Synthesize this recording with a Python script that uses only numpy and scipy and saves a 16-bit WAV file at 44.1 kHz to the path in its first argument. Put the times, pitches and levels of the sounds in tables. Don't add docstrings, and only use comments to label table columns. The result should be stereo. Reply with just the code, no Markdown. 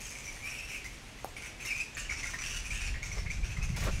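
import sys
import numpy as np
from scipy import signal
from scipy.fft import rfft, irfft
from scipy.io import wavfile

SR = 44100
rng = np.random.default_rng(int(sys.argv[2]) if len(sys.argv) > 2 else 0)


def to_wav(sig):
    pcm = np.clip(np.atleast_2d(sig), -1, 1) * 32767
    pcm = np.round(pcm).astype(np.int16)
    wavfile.write(sys.argv[1], SR, pcm.T)


N = 176400


def amp(db):
    return 10 ** (np.asarray(db) / 20)


def unit(x):
    return x / np.sqrt(np.mean(x ** 2) + 1e-20)


def curve_at(points, hz):
    knots_hz, values = np.transpose(points)
    return np.interp(np.log(hz + 1), np.log(knots_hz + 1), values)


def add(mix, start_s, sound):
    part = mix[..., max(round(start_s * SR), 0):][..., :sound.shape[-1]]
    part += sound[..., :part.shape[-1]]


def bins_hz(x):
    return np.fft.rfftfreq(x.shape[-1], 1 / SR)


def colour(x, spectrum, share=1):
    return irfft(rfft(x) * amp(share * curve_at(spectrum, bins_hz(x))), x.shape[-1])


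def wander(size, rate_hz):
    return np.interp(np.arange(size) * rate_hz / SR, np.arange(400), rng.standard_normal(400))


def resonate(x, hz, width_hz):
    carrier = np.exp(2j * np.pi * np.cumsum(hz * np.ones(len(x))) / SR)
    pole = np.exp(-np.pi * width_hz / SR)
    return unit((carrier * signal.lfilter([1], np.poly([pole] * 3), x / carrier)).real)


# freq_hz, t60_s
TREE_DECAY = [(200, 0.17), (2500, 0.62), (6000, 0.57), (15000, 0.27)]

def trees(x, early_s=0.022, early_db=6):
    taps = rng.standard_normal((2, SR // 2)) * (rng.random((2, SR // 2)) < 3000 / SR)
    hz, t, spectra = signal.stft(taps, SR, nperseg=256)
    decay = amp(-60 * t / curve_at(TREE_DECAY, hz)[:, None] + early_db * np.exp(-t / early_s))
    tail = signal.istft(spectra * decay, SR, nperseg=256)[1]
    tail /= np.linalg.norm(tail, axis=1, keepdims=True)
    return signal.fftconvolve(x, tail, axes=1)[:, :N]


# freq_hz, tilt_db
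STEREO_TILT = [(200, -1), (1200, -4), (2300, -5.5), (3400, 2), (5500, -0.5), (9000, 7), (15000, 28)]

def lean(x, left, right):
    return np.array([colour(x[0], STEREO_TILT, left), colour(x[1], STEREO_TILT, right)])


# freq_hz, gain_db
AIR_SPECTRUM = [(120, -51), (200, 0), (240, -1.5), (322, -5), (916, -8.5), (1350, -9), (2650, -5),
                (3620, -10), (6050, -14), (12600, -29), (16000, -45)]
# freq_hz, correlation
AIR_COHERENCE = [(200, 0.97), (400, 0.95), (700, 0.82), (1300, 0.36), (3000, 0.037), (15000, 0.044)]

def air(level_db=-50):
    noise = rng.standard_normal((2, N))
    left, other = rfft(noise)
    same = curve_at(AIR_COHERENCE, bins_hz(noise))
    right = same * left + np.sqrt(1 - same ** 2) * other
    hiss = colour(irfft(np.array([left, right]), N), AIR_SPECTRUM)
    return amp(level_db) * unit(lean(hiss, left=0.15, right=-0.076))


def drone(level_db=-56.5):
    noises = rng.standard_normal((2, N))
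    return amp(level_db) * np.array([resonate(noise, hz=123, width_hz=53) for noise in noises])


# freq_hz, gain_db
WIND_SPECTRUM = [(12, -12.5), (20, 0.5), (38, 6), (81, -4), (179, -16), (282, -35.5), (325, -32.5),
                 (600, -44.5), (780, -88), (1320, -120)]
# time_s, deep_db, upper_db
WIND_SWELL = [(0, -51, -61.5), (1.93, -52.5, -63), (2.03, -41, -56.5), (2.3, -46, -58), (2.7, -40, -52),
              (3.4, -37, -47.5), (4.0, -32.5, -39.5)]

def wind(split_hz=94.5, boost_db=3.5, gust_db=2, gusts_per_s=14):
    time_s, deep_db, upper_db = np.transpose(WIND_SWELL)
    t, out = np.arange(N) / SR, []
    for noise in rng.standard_normal((2, N)):
        spectrum = rfft(colour(noise, WIND_SPECTRUM))
        lowpass = 1 / (1 + (bins_hz(noise) / split_hz) ** 6)
        deep = unit(irfft(spectrum * lowpass, N)) * amp(np.interp(t, time_s, deep_db))
        upper = unit(irfft(spectrum * (1 - lowpass), N)) * amp(np.interp(t, time_s, upper_db))
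        out.append((deep + upper) * amp(boost_db + gust_db * wander(N, gusts_per_s)))
    return np.array(out)


# centre_s, pitch_hz, envelope_db
MIC_BUMPS = [(3.264, 109, -34), (3.435, 46, -25.5), (3.59, 108, -27.5), (3.645, 50, -27), (3.704, 129, -23)]

def bumps(half_width_cycles=0.52):
    out = np.zeros(N)
    for centre_s, pitch_hz, envelope_db in MIC_BUMPS:
        cycles = (np.arange(N) / SR - centre_s) * pitch_hz
        out += amp(envelope_db) * np.exp(-(cycles / half_width_cycles) ** 2) * np.sin(2 * np.pi * cycles)
    return out


def rustle(clumps, spectrum, stereo_width, echo_db, grains_per_s=6000, spread_db=3.5):
    out = np.zeros((2, N))
    t = np.arange(8192) / SR
    shape = (3, len(t))
    for start_s, length_s, level_db in clumps:
        grains = rng.standard_normal(shape) * (rng.random(shape) < grains_per_s / SR)
        grains *= amp(spread_db * rng.standard_normal(shape).clip(-2, 2))
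        clicks = unit(colour(grains[2] + stereo_width * grains[:2], spectrum))
        envelope = np.sin(np.pi * np.minimum(t / length_s, 1)).clip(0) ** 0.5
        add(out, start_s, amp(level_db) * envelope * clicks)
    return out + amp(echo_db) * trees(out)


# start_s, length_s, level_db
LEAF_CRACKLES = [(1.178, .004, -76), (2.304, 0.011, -49), (2.343, 0.0076, -52), (2.421, 0.0047, -63),
                 (3.762, 0.01, -41.5), (3.80, 0.018, -46.5), (3.826, 0.036, -46.5)]
LEAF_SCUFFS = [(3.162, 0.036, -47), (3.772, 0.02, -43), (3.81, 0.057, -42), (3.86, 0.047, -36)]
# freq_hz, gain_db
CRACKLE_SPECTRUM = [(300, 1), (1200, 0), (4300, 3.5), (9000, -4), (16000, -10)]
SCUFF_SPECTRUM = [(100, -22), (300, -5), (560, 0.5), (800, -8), (1150, -3), (1500, -8), (1900, -10),
                  (4000, -23), (16000, -45)]

def leaves():
    crackles = rustle(LEAF_CRACKLES, CRACKLE_SPECTRUM, stereo_width=1, echo_db=7)
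    scuffs = rustle(LEAF_SCUFFS, SCUFF_SPECTRUM, stereo_width=0.066, echo_db=-22)
    return crackles + scuffs


# freq_hz, level_db, t60_s
KNOCK_MODES = [(570, -29, 0.011), (745, -23, 0.012), (1160, -60, 0.0073)]

def snap(start_s=1.2455, crack_db=-28, crack_decay_s=0.00057, lag_s=3e-5, echo_db=-3.5):
    t, out = np.arange(2000) / SR, np.zeros((2, N))
    knock = sum(amp(db - 60 * t / t60_s) * np.sin(2 * np.pi * hz * t) for hz, db, t60_s in KNOCK_MODES)
    crack = amp(crack_db) * np.exp(-t / crack_decay_s) * rng.standard_normal(len(t))
    hit = signal.lfilter(*signal.butter(2, 350, "high", fs=SR), crack - knock)
    add(out[0], start_s, hit)
    add(out[1], start_s + lag_s, hit)
    return out + amp(echo_db) * trees(out, early_s=0.025, early_db=11)


def squeal(length_s, level_db, first_hz, last_hz, waver=0.024):
    size = int(length_s * SR)
    hz = np.linspace(first_hz, last_hz, size) * (1 + waver * wander(size, 459))
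    tone = np.sin(2 * np.pi * np.cumsum(hz) / SR + wander(size, 1100))
    flutter = 1 + wander(size, 604)
    envelope = np.sin(np.linspace(0, np.pi, size))
    return amp(level_db) * unit(envelope * tone * flutter)


def yelp(length_s, level_db, first_hz, last_hz, roughness, waver=0.02, flutter_hz=420, edge_s=0.003):
    t = np.arange(0, length_s, 1 / SR)
    hz = (first_hz + (last_hz - first_hz) * t / length_s) * (1 + waver * wander(len(t), 314))
    phase = 2 * np.pi * np.cumsum(hz) / SR + roughness * wander(len(t), flutter_hz)
    tone = np.sin(phase) + amp(-18.5) * np.sin(2 * phase) + amp(-19) * np.sin(3 * phase)
    flutter = 1 + roughness * wander(len(t), flutter_hz)
    envelope = np.minimum(np.minimum(t, length_s - t) / edge_s, 1)
    return amp(level_db) * envelope * unit(tone * flutter)


def rattle(size, pulses_per_s=175, jitter=0.3, spread_db=3.5, puff_s=0.0025):
    cycles = np.cumsum(pulses_per_s * np.exp(jitter * wander(size, 150))) / SR
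    strength = amp(spread_db * rng.standard_normal(200).clip(-1.2, 1.2))[cycles.astype(int) % 200]
    pulses = strength * np.diff(np.floor(cycles), prepend=0)
    gate = strength * np.exp(-(cycles % 1) / pulses_per_s / puff_s)
    return unit(pulses), unit(gate * rng.standard_normal(size))


def ring(x, hz, width_hz, sway=0.045, sway_hz=44.5):
    return resonate(x, hz * (1 + sway * wander(len(x), sway_hz)), width_hz)


def timbre(x, spread_db=2.5, spacing_hz=256):
    ripple = np.interp(bins_hz(x) / spacing_hz, np.arange(200), rng.standard_normal(200))
    return irfft(rfft(x) * amp(spread_db * ripple), len(x))


# freq_hz, gain_db
HISS_SPECTRUM = [(200, -33), (700, 11), (1300, 0), (1900, 17), (3500, -21), (6000, 5), (8500, 1.5),
                 (11500, -4.5), (13500, -18), (16000, -61)]

def screech(length_s, level_db, throat_hz, treble_db, upper_hz, attack_s,
            rasp=0.57, open_s=0.0087, release_s=0.013, fade_db=-4.5):
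    size = SR // 5
    t = np.arange(size) / SR
    mouth = (1 - 0.118 * np.exp(-t / open_s)) * (1 + 0.039 * wander(size, 78.6))
    pulses, puffs = rattle(size)
    drive = (1 - rasp) * pulses + rasp * puffs

    formant_hz = throat_hz * mouth
    throat = resonate(drive, formant_hz, width_hz=1250)
    throat += amp(-4) * ring(puffs, formant_hz, width_hz=370)
    chest_db = -10 + treble_db / 2 + 0.51 * (level_db + 46.5)
    chest = amp(chest_db) * resonate(puffs, 0.64 * formant_hz, width_hz=1260)

    upper = amp(-3.5) * resonate(drive, upper_hz * mouth ** 0.5, width_hz=4200)
    top = amp(-5) * resonate(puffs, hz=7680, width_hz=7850)
    shrill = amp(-5) * ring(puffs, upper_hz, width_hz=650)
    squeak = amp(-19) * ring(puffs, hz=8680, width_hz=410, sway=0.073)
    hiss = amp(-8 + treble_db / 2) * unit(colour(puffs, HISS_SPECTRUM))
    treble = timbre(amp(treble_db) * (upper + top + shrill + squeak) + hiss)

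    envelope = np.minimum(t / attack_s, 1) * np.clip((length_s - t) / release_s + 0.5, 0, 1)
    envelope *= amp(fade_db * (np.minimum(t / length_s, 1) - 0.5))
    return amp(level_db) * envelope * (unit(throat) + chest + treble)


def far_chatter(perch_count, calls_per_s=20):
    perches = np.zeros((perch_count, 1, N))
    for k, (offset, stretch, distance, detune) in enumerate(rng.uniform(-1.1, 1, (90, 4))):
        tune = 1 + 0.12 * detune
        call = screech(length_s=0.046 * 2 ** stretch, level_db=-67 - 2 * distance,
                       throat_hz=2410 * tune, treble_db=4.5, upper_hz=6490 * tune, attack_s=0.014)
        add(perches[k % perch_count], (k + offset) / calls_per_s, call)
    return perches


# time_s, gain_db
SHEEN_GAIN = [(0, 2), (.7, 6.5), (1.8, 2), (2.1, -5), (2.55, -1), (3.1, -6.5), (4, -2)]

def sheen(x, corner_hz=8400):
    highpass = 1 - 1 / (1 + (bins_hz(x) / corner_hz) ** 8)
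    top = irfft(rfft(x) * highpass, N)
    gain = amp(np.interp(np.arange(N) / SR, *np.transpose(SHEEN_GAIN)))
    return x + top * (gain - 1)


# start_s, length_s, level_db, throat_hz, treble_db, upper_hz, attack_s
BAT_SCREECHES = [(0, 0.12, -52, 2500, 1, 6420, 0.0033), (0.102, 0.12, -50.5, 2310, -2.5, 6460, 0.0084),
                 (0.216, 0.27, -53, 2350, -4, 6100, 0.02), (0.358, 0.02, -49, 2080, -13, 5900, 0.0091),
                 (0.421, 0.13, -43, 2480, -8, 5800, 0.03), (0.532, 0.17, -50.5, 2640, -7, 5540, 0.027),
                 (0.668, 0.11, -47, 2660, -6.5, 5860, 0.012), (0.73, 0.057, -46.5, 2500, -13, 5400, 0.0071),
                 (0.837, 0.039, -51.5, 2230, -2, 6040, 0.0069), (0.898, 0.09, -57.5, 2290, -2, 5970, 0.042),
                 (1.065, 0.029, -57, 2280, -16, 5670, 0.012), (1.18, 0.019, -59, 2300, -8, 5700, .008),
                 (1.361, 0.029, -42, 2440, -12, 5830, 0.01), (1.41, 0.083, -45.5, 2480, -7.5, 6150, 0.015),
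                 (1.596, 0.092, -46.5, 2530, -4.5, 6170, 0.0047),
                 (1.638, 0.059, -45, 2420, -1.5, 5620, 0.015),
                 (1.698, 0.041, -44.5, 2400, -2, 5430, 0.0037), (1.745, 0.1, -47, 2490, -4.5, 6000, 0.019),
                 (1.801, 0.016, -47, 2510, 3, 4830, 0.004), (1.962, 0.056, -41.5, 2670, -1, 6200, 0.007),
                 (2.043, 0.02, -45, 2870, -4.5, 5650, 0.005), (2.094, 0.052, -39, 2220, -5.5, 5880, 0.011),
                 (2.15, 0.067, -44, 2350, -1.5, 5840, 0.03), (2.227, 0.076, -41, 2280, -3.5, 6100, 0.01),
                 (2.289, 0.027, -49, 2280, 7.5, 5900, 0.016), (2.332, 0.021, -36, 2030, -12, 5700, 0.0099),
                 (2.382, 0.047, -41, 2300, -3, 5950, 0.015), (2.428, 0.097, -40.5, 2750, -3.5, 6120, 0.007),
                 (2.52, 0.087, -43.5, 2700, -2, 5830, 0.021), (2.63, 0.048, -43, 2490, -2.5, 6260, 0.019),
                 (2.702, 0.11, -43, 2580, -1.5, 6150, 0.0026),
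                 (2.799, 0.11, -43.5, 2635, -3.5, 5600, 0.0089),
                 (2.937, 0.027, -43.5, 2060, -39, 5890, 0.01), (3.024, 0.072, -46.5, 2370, 0, 6100, 0.0073),
                 (3.102, 0.059, -46, 2270, -0.5, 6060, 0.019), (3.161, 0.049, -46.5, 2310, 0, 5500, 0.016),
                 (3.256, 0.016, -37.5, 2100, -28, 5530, 0.0085),
                 (3.298, 0.048, -44.5, 2480, -1.5, 5770, 0.0063),
                 (3.432, 0.046, -43, 2620, -2.5, 5900, 0.014), (3.489, 0.046, -44, 2520, -5, 6200, 0.0053),
                 (3.565, 0.023, -42, 2270, -8, 6100, 0.0082), (3.616, 0.038, -43, 2560, -3.5, 6430, 0.0093),
                 (3.684, 0.029, -46, 2190, -5, 5800, 0.0078), (3.743, 0.12, -45, 2370, -4.5, 6230, 0.037),
                 (3.891, 0.1, -47, 2530, -1.5, 6200, 0.018)]
# start_s, length_s, level_db, first_hz, last_hz, roughness
BAT_YELPS = [(.052, 0.039, -47.5, 3270, 2430, .2), (.274, 0.029, -42, 2370, 2270, 0),
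             (.425, 0.05, -43.5, 2295, 2390, .3), (.468, 0.031, -43, 2500, 2590, 0.5),
             (.515, 0.042, -43, 2634, 2390, .6), (.575, 0.038, -39, 2577, 2600, 0.65),
             (.632, .036, -42, 2627, 2730, 0.3), (.742, 0.048, -42, 2680, 2473, 0.46),
             (.845, 0.022, -42.5, 1935, 2170, 0.4), (1.668, 0.057, -35, 2742, 2460, 0.5),
             (1.703, 0.033, -32.5, 2250, 2376, 0), (1.73, 0.076, -40.5, 2430, 2573, .85),
             (1.801, 0.021, -29, 2453, 2594, 0), (2.048, 0.02, -44.5, 2910, 2780, 0.1),
             (2.093, 0.01, -28.5, 2290, 2300, 0.15), (2.107, 0.0095, -33, 2166, 2150, 0.34),
             (2.229, 0.03, -37, 2140, 2110, 0.5), (2.255, .03, -40.5, 2280, 2210, .9),
             (2.338, 0.014, -40.5, 2043, 1820, 0.2), (2.704, 0.027, -32.5, 2300, 2495, 0),
             (2.75, 0.022, -38, 2480, 2574, 0.3), (3.022, 0.023, -40, 2053, 2470, 0.3),
             (3.115, 0.0075, -36, 2200, 2340, 0.5), (3.3, 0.023, -34.5, 2090, 2436, 0.4),
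             (3.43, 0.014, -41, 2280, 2520, 0.4), (3.612, 0.018, -42, 2360, 2630, 0.2),
             (3.741, 0.019, -48, 2030, 2220, 0.4)]
# start_s, length_s, level_db, first_hz, last_hz
BAT_SQUEALS = [(.03, 0.045, -43, 7000, 6430), (.23, 0.083, -47.5, 5880, 5850), (.335, .03, -56, 6450, 6300),
               (.49, 0.03, -46.5, 5760, 6260), (.578, 0.017, -44, 5580, 5500),
               (1.645, 0.043, -45, 5970, 6500), (1.797, 0.025, -54, 4670, 4930),
               (1.943, 0.0256, -45, 7700, 6350), (1.985, 0.03, -37, 7090, 7160),
               (2.103, 0.056, -42, 5900, 5980), (2.62, 0.12, -49.5, 9340, 9000),
               (3.115, .035, -42, 5920, 5960)]

def colony(perch_count=5, lag_step_s=3e-5, direct_db=-3.5):
    direct, perches = np.zeros((2, N)), np.zeros((perch_count, 1, N))
    voices = (BAT_SCREECHES, screech, -1), (BAT_YELPS, yelp, -9), (BAT_SQUEALS, squeal, -9)
    for table, voice, echo_db in voices:
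        for k, (start_s, *settings) in enumerate(table):
            call = voice(*settings)
            perch = k % perch_count
            add(direct[0], start_s, call)
            add(direct[1], start_s + lag_step_s * (perch - perch_count // 2), call)
            add(perches[perch], start_s, amp(echo_db) * call)
    perches += far_chatter(perch_count)
    echoes = sum(trees(track) for track in perches)
    return lean(amp(direct_db) * direct + echoes, left=0.22, right=-0.66)


def scene():
    return sheen(colony()) + air() + drone() + wind() + bumps() + snap() + leaves()


def record(dry, cutoff_hz=15800):
    lowpass = signal.firwin(511, cutoff_hz, window=("kaiser", 9), fs=SR)
    return signal.oaconvolve(dry, lowpass[None], "same")


dry = scene()
out = record(dry)
to_wav(out)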